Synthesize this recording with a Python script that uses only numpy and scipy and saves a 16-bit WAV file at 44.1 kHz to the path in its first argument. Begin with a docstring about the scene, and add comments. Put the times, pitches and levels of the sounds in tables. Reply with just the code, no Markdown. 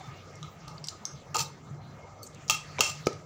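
"""Thick batter is beaten by hand in a steel bowl on a stone counter in a small kitchen, heard near-mono.
Over wavering room noise and a low swelling hum (noise through resonances), the hand drags faint swishes.
Smacks (bursts of noise) click from 0.35 s; near 1.35 s the bowl knocks (ringing modes) and chatters on stone.
Harder knocks and chatter come at 2.5 and 2.8 s, then the strongest palm slap (damped pops) at 3.07 s.
Close sounds feed a short diffuse kitchen tail, and the microphone rounds the peaks."""
import sys
import numpy as np
from scipy import signal
from scipy.fft import rfft, irfft
from scipy.io import wavfile

SR = 44100
rng = np.random.default_rng(int(sys.argv[2]) if len(sys.argv) > 2 else 0)


def master_out(mix):
    """Clip the mix to full scale and print it as 16-bit PCM to the path in sys.argv[1]."""
    frames = np.transpose(np.atleast_2d(mix))
    ceiling = np.clip(frames, -1, 1)
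    pcm = np.round(ceiling * 32767).astype(np.int16)
    wavfile.write(sys.argv[1], SR, pcm)


def magnitude_from_level(level_db):
    """Linear magnitude for a level in decibels (20 dB per decade)."""
    exponent = np.asarray(level_db, float) / 20
    return 10 ** exponent


N = 143325
SPAN = 13230   # samples of one event


def rms_one(x):
    """Scale to rms 1."""
    return x / np.sqrt(np.mean(x ** 2) + 1e-20)


def in_time(rows):
    """A (s, value) curve at every sample."""
    return np.interp(np.arange(N) / SR, *np.transpose(rows))


def at_hz(points, hz):
    """A (Hz, value) table read on a log frequency axis."""
    table_hz, values = np.transpose(points)
    return np.interp(np.log(np.maximum(hz, 1)), np.log(table_hz), values)


def colour(x, points):
    """Shape the spectrum by a (Hz, dB) table."""
    size = x.shape[-1]
    hz = np.arange(size // 2 + 1) * SR / size
    return irfft(rfft(x) * magnitude_from_level(at_hz(points, hz)), size)


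def band(x, low_hz, high_hz):
    """Keep only what lies between two frequencies."""
    return signal.sosfilt(signal.butter(2, [low_hz, high_hz], "band", fs=SR, output="sos"), x)


def treble(x):
    """Keep only what lies above 2000 Hz, the range of cracks, hisses and smacks."""
    return signal.sosfilt(signal.butter(2, 2000, "high", fs=SR, output="sos"), x)


def drift(rate_hz):
    """Slow random wandering of spread 1, made at every 40th sample and joined by lines."""
    r = np.exp(-80 * np.pi * rate_hz / SR)
    noise = rng.standard_normal(N // 40 + 2002)
    slow = signal.lfilter([1], [1, -2 * r, r * r], noise)[2000:]   # past the filter's start
    return np.interp(np.arange(N) / 40, np.arange(len(slow)), rms_one(slow - slow.mean()))


def ring(clicks, hz, t60):
    """A damped resonance: a unit click sets a sine of about height 1 ringing, down 60 dB in t60."""
    r, w = magnitude_from_level(-60 / (t60 * SR)), 2 * np.pi * hz / SR
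    return signal.lfilter([0, np.sin(w)], [1, -2 * r * np.cos(w), r * r], clicks + 1e-18)


def resonant_noise(size, hz, width_hz, second):
    """Noise through one resonance twice, the second pass with its decay time scaled by `second`."""
    t60 = np.log(1000) / np.pi / width_hz
    return ring(ring(rng.standard_normal(size), hz, t60), hz, t60 * second)


def dying(t60, size=SPAN):
    """An exponential fall of 60 dB in t60."""
    return magnitude_from_level(-60 * np.arange(size) / SR / max(t60, .001))


def add(out, s, sound, room_db):
    """Lay a fading sound into the direct row and, offset by room_db, into the row sent to the room."""
    i = int(s * SR)
    size = min(len(sound), N - i)
    faded = sound * np.linspace(1, 0, len(sound))
    out[:, i:i + size] += faded[:size] * magnitude_from_level(np.array([[0], [room_db]]))


def air():
    """Room noise in overlapping half-octave patches whose levels flicker; above 1500 Hz it also swells."""
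    # spectrum of the room noise: hz, relative level_db (per Hz)
    air_spectrum = [(30, -22.5), (70, -10.5), (130, -2.5), (240, -13), (700, -14), (1220, -20.5),
                    (3000, -29.5), (7300, -32), (8500, -48.5), (10500, -53.5), (13500, -56.5), (15000, -44),
                    (16000, -54)]
    # swell of its treble: time_s, relative level_db
    treble_swell = [(0, 4.5), (.15, 5.5), (.35, 1.6), (1.2, 0), (2.2, -3), (2.7, 5.5), (3.0, 9), (3.25, -3)]
    level_db, flicker_db, flicker_hz = -51.5, 3.5, 10.0
    noise = rms_one(colour(rng.standard_normal(N + N % 2), air_spectrum))[:N]
    spectrum = rfft(noise)
    hz = np.maximum(np.arange(N // 2 + 1) * SR / N, 30)
    swell_db = in_time(treble_swell)
    out = 0
    for centre_hz in 30 * 2. ** np.arange(0, 10, .5):
        share = np.clip(1 - 2 * abs(np.log2(hz / centre_hz)), 0, 1)
        patch_db = flicker_db * drift(flicker_hz) + (swell_db if centre_hz > 1500 else 0)
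        out = out + irfft(spectrum * share, N) * magnitude_from_level(patch_db)
    return out * magnitude_from_level(level_db)


def drones():
    """Noise twice through narrow resonances; the hum near 148 Hz swells on a curve, the others waver."""
    # resonances in the room noise, low to high: pitch_hz, width_hz, level_db (rms before wavering)
    resonances = [(96.6, 4.8, -58), (147.9, 17.3, -53.5), (1247, 108, -60.5), (2150, 30, -70.5),
                  (6030, 57, -79)]
    # swell of the hum, only its shape is used: time_s, level_db
    hum_swell = [(0, -65), (.09, -38.5), (.22, -72.5), (.42, -40.5), (.53, -55.5), (.68, -41.5), (.8, -47),
                 (1.0, -70.5), (1.15, -46), (1.25, -57.5), (1.42, -42.5), (1.62, -73.5), (1.74, -44.5),
                 (1.88, -49), (2.2, -65), (2.5, -46.5), (2.75, -55.5), (3.0, -43.5), (3.25, -51)]
    waver_db, waver_hz = 3.5, 5.7
    hum_hz, hum_db = resonances[1][0], in_time(hum_swell)
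    out = 0
    for hz, width_hz, db in resonances:
        tone = rms_one(resonant_noise(N + SR, hz, width_hz, .5)[SR:])   # past the build-up
        change_db = hum_db - hum_db.mean() if hz == hum_hz else waver_db * drift(waver_hz)
        out = out + tone * magnitude_from_level(db + change_db)
    return out


def kitchen(x):
    """A diffuse tail after 3 ms: octave bands of noise, each dying at its own rate."""
    # decay of the kitchen: hz, t60_s
    room_decay = [(300, 0.24), (1300, 0.31), (5510, 0.37), (14600, 0.1)]
    tail = 0
    for hz in 110 * 2. ** np.arange(8):
        noise = band(rng.standard_normal(22050), hz / 2 ** .5, hz * 2 ** .5)
        tail = tail + noise * dying(at_hz(room_decay, hz), size=22050)
    tail = np.append(np.zeros(int(.003 * SR)), tail / np.sqrt(np.sum(tail ** 2)))
    return 2 * signal.fftconvolve(x, tail)[:N]


def swishes():
    """Narrow noise swells: noise twice through one resonance, swelling and fading. 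Most are the hand's faint
    drags through batter; the brief bright ones near 0.78 s and 2.24-2.27 s ring and hiss sharply."""
    # faint swishes and brief bright rings: middle_s, length_s, centre_hz, width_hz, level_db (rms before the
    # fades)
    swells = [(.15, .09, 2800, 300, -62), (.12, .2, 2200, 120, -64), (.03, .12, 3550, 50, -63),
              (1.46, .025, 3900, 150, -49), (1.87, .14, 4090, 100, -69), (.783, .006, 4500, 700, -47),
              (2.24, .024, 4450, 250, -53), (2.236, .016, 8000, 1500, -53), (2.27, .012, 7200, 1800, -47),
              (2.72, .09, 4500, 500, -59)]
    out, t = 0, np.arange(N) / SR
    for s, length, hz, width_hz, db in swells:
        swish = rms_one(resonant_noise(N, hz, width_hz, 1))
        swell = np.exp(-.5 * (2 * (t - s) / length) ** 4)
        out = out + magnitude_from_level(db) * swish * swell
    return out


def bowl(clicks, focus_hz, fall_db):
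    """Clicks ring all modes of the damped bowl, favouring those near the focus by fall_db per octave."""
    # modes of the bowl: pitch_hz, relative level_db, t60_s
    modes = [(890, -9.5, 0.084), (1249, -2.5, 0.053), (2146, -22, 0.28), (2686, 1.6, 0.02),
             (3180, -9, 0.033), (4430, -18, 0.033), (5450, -16.5, 0.031), (6090, -19.5, 0.011),
             (6214, -9.5, 0.011), (7160, -12.5, 0.037), (7660, -11, 0.046), (8700, -11.5, 0.066)]
    detune = .007   # spread of the modes' random relative shift, drawn anew for each knock or spell of chatter
    out = 0
    for hz, db, t60 in modes:
        luck_db, shift = rng.normal(0, 1, 2)
        mode_db = db - fall_db * abs(np.log2(hz / focus_hz)) + luck_db
        out = out + magnitude_from_level(mode_db) * ring(clicks, hz * (1 + detune * shift), t60)
    return out


def chatter():
    """The bowl chatters on the stone: dense uneven touches ring it and hiss; they hold, then die."""
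    # spells of chatter: start_s, hold_s, release_t60_s, level_db, focus_hz, hiss_db (against the ringing)
    spells = [(1.3435, 0.028, 0.09, -31.5, 5460, 0), (1.382, 0.02, 0.21, -31.5, 7660, 2),
              (2.51, 0.04, 0.12, -38.5, 4430, 3), (2.832, 0.064, 0.18, -33, 5970, -3)]
    touches_per_s, spread_db, lumps_db, fall_db, room_db = 3300, 2.5, 2, 3, -21.5
    out, t = np.zeros((2, N)), np.arange(SPAN) / SR
    for s, hold, t60, db, focus_hz, hiss_db in spells:
        touches = (rng.random(SPAN) < touches_per_s / SR) * rng.choice([-1, 1], SPAN)
        touches = touches * magnitude_from_level(spread_db * np.minimum(rng.exponential(1, SPAN), 4))
        touches = touches * magnitude_from_level(lumps_db * drift(40)[:SPAN])   # their strength wanders
        ringing = rms_one(bowl(touches, focus_hz, fall_db))
        hiss = magnitude_from_level(hiss_db) * rms_one(treble(touches))
        rise = np.minimum(t / .003, 1)
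        release = magnitude_from_level(db - 60 * np.maximum(t - hold, 0) / t60)
        add(out, s, (ringing + hiss) * rise * release, room_db)
    return out


def knocks():
    """The bowl knocks the counter: a click rings its modes, with a noise crack, weaker for steep falls."""
    # knocks: start_s, level_db, focus_hz, fall_db (per octave), room_db (send against direct)
    hits = [(0.428, -31.5, 1250, 22, -6), (0.679, -25.5, 900, 10.5, -6.5), (1.348, -12, 1250, 12, -22),
            (1.3518, -17, 1250, 17, -14), (1.356, -8, 890, 30, -6), (2.498, -3, 2940, 6, -14),
            (2.5071, -17, 7050, 0, -20), (2.807, -4, 3530, 3.5, -15.5), (3.0687, -11.5, 1280, 15, -17.5)]
    crack_db, crack_t60_s = 10.5, .016
    out, click = np.zeros((2, N)), signal.unit_impulse(SPAN)
    for s, db, focus_hz, fall_db, room_db in hits:
        crack = treble(rng.standard_normal(SPAN) * dying(crack_t60_s)) * magnitude_from_level(crack_db - 2 * fall_db)
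        add(out, s, magnitude_from_level(db) * (bowl(click, focus_hz, fall_db) + crack) / 2, room_db)
    return out


def slaps():
    """The palm slaps the batter and trapped air pops: each pop is a quickly damped resonance."""
    # pops: start_s, level_db, pitch_hz, t60_s, room_db (send against direct)
    pops = [(0.004, -40.5, 776, 0.032, 2), (2.7853, -19.5, 2310, 0.018, -27),
            (1.350, -36.5, 470, 0.077, 3.5), (1.711, -26, 144, 0.1, -39), (2.787, -23, 947, 0.026, -11),
            (2.793, -16, 596, 0.012, -5.5), (2.800, -17, 447, 0.04, -46), (3.0697, -1.5, 426, 0.016, -17.5),
            (3.0698, -41, 570, 0.039, -3), (3.0685, -20, 270, 0.014, -15),
            (3.0707, -12.5, 2330, 0.0075, -23)]
    out, click = np.zeros((2, N)), signal.unit_impulse(SPAN)
    for s, db, hz, t60, room_db in pops:
        add(out, s, magnitude_from_level(db) * ring(click, hz, t60), room_db)
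    return out


def smacks():
    """Sticky batter smacks: short dying noise in a band, with a faint resonance at its centre."""
    # wet smacks: start_s, level_db, centre_hz, room_db (send against direct)
    wet_smacks = [(0.355, -42.5, 7900, -13), (0.4283, -31, 3870, -13), (0.6811, -35, 4830, -14),
                  (0.841, -28.5, 5750, -12), (0.846, -34, 5740, -12.5), (0.8715, -28, 7800, -23),
                  (0.8849, -19, 5100, -21), (0.891, -31, 7320, -11.5), (1.053, -19.5, 6370, -14),
                  (1.3667, -14, 7500, -41), (1.3914, -19, 4570, -39), (1.413, -23.5, 4480, -35),
                  (2.231, -23, 14000, -8.5), (2.347, -41.5, 8560, -28), (2.4797, -32.5, 7000, -5),
                  (2.486, -31, 5770, -26), (2.7914, -21.5, 4100, -8), (2.822, -30, 8700, -32),
                  (2.845, -24, 6000, -27), (3.0595, -33, 6160, -7.5), (3.0692, -16, 7000, -21),
                  (3.1302, -37, 6050, -16)]
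    octaves, t60_s, rise_s = 1.56, .010, .0007
    pop_db, pop_t60_s = -19, .008
    out = np.zeros((2, N))
    shape = dying(t60_s) * np.minimum(np.arange(SPAN) / (rise_s * SR), 1)
    for s, db, hz, room_db in wet_smacks:
        low_hz, high_hz = np.clip(hz * 2 ** (np.array([-.5, .5]) * octaves), 100, .45 * SR)
        burst = band(rng.standard_normal(SPAN) * shape, low_hz, high_hz)
        burst = burst + magnitude_from_level(pop_db) * ring(burst, hz, pop_t60_s)
        height = np.sqrt(8 * np.mean(burst[:66] ** 2))   # rough peak, from the first 1.5 ms
        add(out, s, magnitude_from_level(db) * treble(burst) / height, room_db)
    return out


def scene():
    """Hand and bowl, their tail in the kitchen, and the background; the channels barely differ."""
    # microphone's colour of near sounds: hz, gain_db
    mic_colour = [(40, -28), (90, -6.5), (220, -7.5), (1500, -1), (1900, -6), (2500, -3), (6000, 5.5),
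                  (7800, -1), (9000, -10), (12000, -13.5), (15000, -8), (15600, -8), (16500, -54)]
    # difference between the channels: hz, gain_db
    side_colour = [(60, -28), (180, -50), (1000, -33), (15000, -23.5)]
    direct, sent = smacks() + knocks() + chatter() + slaps()
    near = colour(np.append(direct + kitchen(sent), 0), mic_colour)[:N]   # padded to an even length
    mid = near + swishes() + air() + drones()
    late = np.append(np.zeros(45), mid[:-44])   # 1 ms late, one sample longer
    side = colour(late, side_colour)[:N]
    return np.array([mid + side, mid - side])


def band_limit(x):
    """A steep low-pass at the top of the band."""
    return signal.sosfilt(signal.butter(12, 16800, fs=SR, output="sos"), x)


def record(dry):
    """The microphone cuts the lowest bass and rounds the peaks."""
    low_cut_hz, ceiling = 25, .42
    x = signal.sosfilt(signal.butter(4, low_cut_hz, "high", fs=SR, output="sos"), dry)
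    rounded = ceiling * np.tanh(x / ceiling)
    return band_limit(rounded)


dry = scene()
out = record(dry)
master_out(out)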